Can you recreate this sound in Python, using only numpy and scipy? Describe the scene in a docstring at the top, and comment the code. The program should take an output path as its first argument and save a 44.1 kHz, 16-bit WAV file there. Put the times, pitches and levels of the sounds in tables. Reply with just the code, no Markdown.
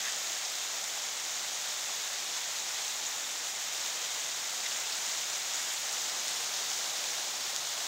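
"""Flood across an open road

Muddy water pours past a few metres from a hand-held mono microphone that pans over it; nothing echoes.
Each trapped bubble is a damped oscillator, the smaller the higher: big air pockets churn in the standing
waves, countless small bubbles make the rush, and bursting foam fizzes on top. Spray patters back,
and now and then a near wave slaps over or a drop ticks."""
import sys
import numpy as np
from scipy import signal
from scipy.fft import rfft, irfft
from scipy.io import wavfile
from scipy.ndimage import map_coordinates

SR = 44100
rng = np.random.default_rng(int(sys.argv[2]) if len(sys.argv) > 2 else 0)


def bounce(signal):
    """Save signal as a 16-bit WAV file at the path given by the first command-line argument."""
    frames = np.transpose(np.atleast_2d(signal))
    limited = np.clip(frames, -1, 1)
    pcm = np.round(limited * 32767).astype(np.int16)
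    wavfile.write(sys.argv[1], SR, pcm)


N = 347067
TIME = np.arange(N) / SR

# Spectrum of the water at the microphone: f/Hz, relative spectral level/dB
WATER_SPECTRUM = [(20.0, -35), (45.0, -32), (130.0, -20), (350.0, -15.5), (600.0, -9.5), (1000.0, -8),
                  (2700.0, -7.5), (4500.0, -6.5), (6900.0, -0.5), (8200.0, -10), (9800.0, -19.5),
                  (11800.0, -21.5), (14500.0, -18), (16000.0, -17.5)]
# Resonances of the microphone's port and case: f/Hz, bandwidth/Hz, gain/dB
PORT_RESONANCES = [(746, 330, 4), (1980, 530, 2), (3590, 1020, 4.5), (7100, 700, 0)]
# Near waves slapping over: t/s, f/Hz, Gaussian width/s, level before colouring/dB
WAVE_SLAPS = [(0.072, 1780, 0.026, -42.5), (.452, 5400, .007, -41), (.842, 8500, .003, -39),
              (3.068, 6500, 0.0073, -41), (4.662, 1900, .006, -41), (4.664, 3600, .004, -41),
              (4.927, 4300, .0075, -40), (5.553, 7000, 0.01, -41), (5.735, 10300, .005, -34),
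              (5.926, 10000, .005, -36.5), (6.29, 9000, .007, -38), (7.041, 2200, .0025, -41)]
# Single drops landing close by: t/s, peak level/dB
DROP_IMPACTS = [(.123, -22), (.8414, -19), (1.486, -19), (3.8623, -17), (4.605, -20), (4.6646, -21),
                (6.2816, -14), (7.0417, -16), (7.563, -12)]
# Strength of the flood's surge: t/s, level about the mean/dB
FLOOD_SURGE = [(0.0, 0.46), (1.23, -1.16), (1.83, -0.2), (2.32, -0.6), (2.8, 0.05), (3.55, -1.4), (3.83, 0),
               (4.01, -0.5), (4.15, 0.3), (4.32, -0.5), (5.1, 1.2), (5.44, 0.0), (5.58, 0.9), (7.13, 0.9),
               (7.35, -0.2), (7.87, 0.3)]

SINGING_DB, CHURN_DB, PATTER_DB, FIZZ_DB, RUSH_DB = -49.5, -49, -48.5, -38.5, -39   # at mean surge
CHURN_TOP_HZ, RUSH_TOP_HZ, DROP_HZ, CUTOFF_HZ = 1200, 5600, 5000, 15750
CHURN_SURGE_SHARE = .45   # part of the surge's swing that reaches the deep churn
BREAKING_DB, BREAKING_PER_S = .35, 17   # flutter of crests breaking at random
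TURN_START_S, TURN_S = 5.7, .65   # the microphone swings round once, toward rougher water
TURN_CHURN_DB, TURN_RUSH_DB = 0.5, 0.03   # level gained by the turn
REFLECTION_GAIN, REFLECTION_LAG_S = 0.12, 0.000209


def from_db(db):
    """Amplitude grows tenfold for every 20 dB."""
    return 10 ** (np.asarray(db) / 20)


def unit_rms(x):
    """Division by the root mean square gives unit power."""
    return x / np.sqrt(np.mean(x ** 2) + 1e-20)


def drift(per_s):
    """Low-passed noise of unit spread wanders about `per_s` times a second."""
    hop, settling = 40, 2000
    pole = np.exp(-2 * np.pi * per_s * hop / SR)
    noise = rng.standard_normal(N // hop + settling + 2)
    slow = signal.lfilter([1], [1, -2 * pole, pole * pole], noise)[settling:]
    return np.interp(np.arange(N) / hop, np.arange(len(slow)), unit_rms(slow))


def resonate(x, hz, width_hz):
    """A damped oscillator responds most near its natural frequency, with a peak gain of 1."""
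    radius = np.exp(-np.pi * width_hz / SR)
    feedforward = np.array([1, 0, -1]) * (1 - radius * radius) / 2
    feedback = [1, -2 * radius * np.cos(2 * np.pi * hz / SR), radius * radius]
    return signal.lfilter(feedforward, feedback, x + 1e-18)


def impulses(per_s, spread_db):
    """Independent events form a Poisson train of clicks, many small and a few large."""
    born = rng.random(N) < per_s / SR
    sizes = from_db(spread_db * np.minimum(rng.exponential(1, born.sum()), 5))
    clicks = np.zeros(N)
    clicks[born] = sizes * rng.choice([-1, 1], len(sizes))
    return unit_rms(clicks)


def coloured(x, size=4096):
    """Responses in series add in decibels: the water's spectrum and the port's resonances filter x."""
    hz = np.maximum(np.arange(size // 2 + 1) * SR / size, 1)
    points_hz, points_db = np.transpose(WATER_SPECTRUM)
    water_db = np.interp(np.log(hz), np.log(points_hz), points_db)
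    port_db = sum(db / (1 + (2 * (hz - centre) / width) ** 2) for centre, width, db in PORT_RESONANCES)
    cepstrum = irfft(np.log(from_db(water_db + port_db)))
    cepstrum[1:size // 2] *= 2   # folding gives a causal, minimum-phase response
    cepstrum[size // 2 + 1:] = 0
    response = irfft(np.exp(rfft(cepstrum)))
    return signal.fftconvolve(x, response / np.linalg.norm(response))[:len(x)]


def close_reflection(x, turned):
    """Interference with a very close reflection combs the spectrum slightly once the microphone turns."""
    delayed = map_coordinates(x, [(TIME - REFLECTION_LAG_S) * SR], order=3)
    return x + REFLECTION_GAIN * turned * delayed


def far_wash(edges_hz, kind):
    """By superposition, countless distant bubbles merge into a band of Gaussian noise."""
    band = signal.butter(4, edges_hz, kind, fs=SR, output="sos")
    return unit_rms(signal.sosfilt(band, rng.standard_normal(N)))


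def bubble_cloud(low_hz, high_hz, per_s, cycles, spread_db, clump_db, sizes):
    """Bubbles ring freely, decaying 60 dB in `cycles` periods; each size comes in clumps of its own."""
    cloud = np.zeros(N)
    for hz in np.geomspace(low_hz, high_hz, sizes):
        births = impulses(per_s / sizes * from_db(clump_db * drift(12)), spread_db)
        cloud += resonate(births, hz, width_hz=hz * np.log(1000) / (np.pi * cycles))
    return unit_rms(cloud)


def singing():
    """Light damping lets the few bubbles that stay whole below the surface ring for many cycles."""
    cloud = bubble_cloud(901, 8000, per_s=500, cycles=66, spread_db=2.2, clump_db=2, sizes=48)
    return unit_rms(coloured(cloud))


def patter():
    """Brief impacts have wide spectra: thrown spray falls back in showers of sharp clicks."""
    clicks = impulses(per_s=1300 * from_db(3.5 * drift(8)), spread_db=3.0)
    high_pass = signal.butter(1, 1000, "high", fs=SR, output="sos")
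    return unit_rms(coloured(signal.sosfilt(high_pass, clicks)))


def drops(size=512):
    """Heavy damping limits a drop's impact to a tick of one or two cycles."""
    out = np.zeros(N + size)
    tick = coloured(resonate(signal.unit_impulse(size), DROP_HZ, width_hz=DROP_HZ))
    for start_s, db in DROP_IMPACTS:
        at = round(start_s * SR)
        out[at:at + size] += from_db(db) * tick / np.abs(tick).max()
    return out[:N]


def wave_slaps():
    """Each slap frees bubbles of about one size, whose resonance gives a short narrow-band burst."""
    out = np.zeros(N)
    for centre_s, hz, width_s, db in WAVE_SLAPS:
        span = np.abs(TIME - centre_s) < 4 * width_s
        burst = unit_rms(resonate(rng.standard_normal(span.sum()), hz, width_hz=0.24 * hz))
        envelope = np.exp(-.5 * ((TIME[span] - centre_s) / width_s) ** 2)
        out[span] += from_db(db) * burst * envelope
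    return coloured(out)


def churn():
    """Large air pockets in the standing waves are soft springs, so they resonate low and gurgle."""
    near = bubble_cloud(336, 1190, per_s=600, cycles=12, spread_db=3.0, clump_db=3, sizes=14)
    return unit_rms(coloured(far_wash(CHURN_TOP_HZ, "low") + from_db(-7.5) * near))


def fizz():
    """The smallest cavities resonate highest and die soonest: foam bursts in tiny, short pops."""
    near = bubble_cloud(5890, 15000, per_s=4000, cycles=10.5, spread_db=3.0, clump_db=5, sizes=12)
    return unit_rms(coloured(far_wash(RUSH_TOP_HZ, "high") + from_db(-4.5) * near))


def rush():
    """Breaking crests fold in small bubbles, which radiate by pulsating at their natural frequencies."""
    near = bubble_cloud(1250, 5320, per_s=2600, cycles=11.8, spread_db=3.5, clump_db=4.5, sizes=20)
    return unit_rms(coloured(far_wash([CHURN_TOP_HZ, RUSH_TOP_HZ], "band") + from_db(-4.0) * near))


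def scene():
    """Sound pressures add: one surge modulates the flood's layers, and slaps and drops sit on top."""
    surge_db = np.interp(TIME, *np.transpose(FLOOD_SURGE))
    turned = np.clip((TIME - TURN_START_S) / TURN_S, 0, 1)
    crest_db = surge_db + BREAKING_DB * drift(BREAKING_PER_S)
    flood = from_db(CHURN_DB + CHURN_SURGE_SHARE * surge_db + TURN_CHURN_DB * turned) * churn()
    flood += from_db(RUSH_DB + crest_db + TURN_RUSH_DB * turned) * rush()
    flood += from_db(FIZZ_DB + crest_db) * fizz()
    flood += from_db(SINGING_DB + surge_db) * singing()
    flood += from_db(PATTER_DB + surge_db) * patter()
    mono = close_reflection(flood, turned) + wave_slaps() + drops()
    return np.tile(mono, (2, 1))


def record(dry):
    """A steep elliptic low-pass filter limits the bandwidth."""
    return signal.sosfilt(signal.ellip(14, .1, 70, CUTOFF_HZ, fs=SR, output="sos"), dry)


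dry = scene()
out = record(dry)
bounce(out)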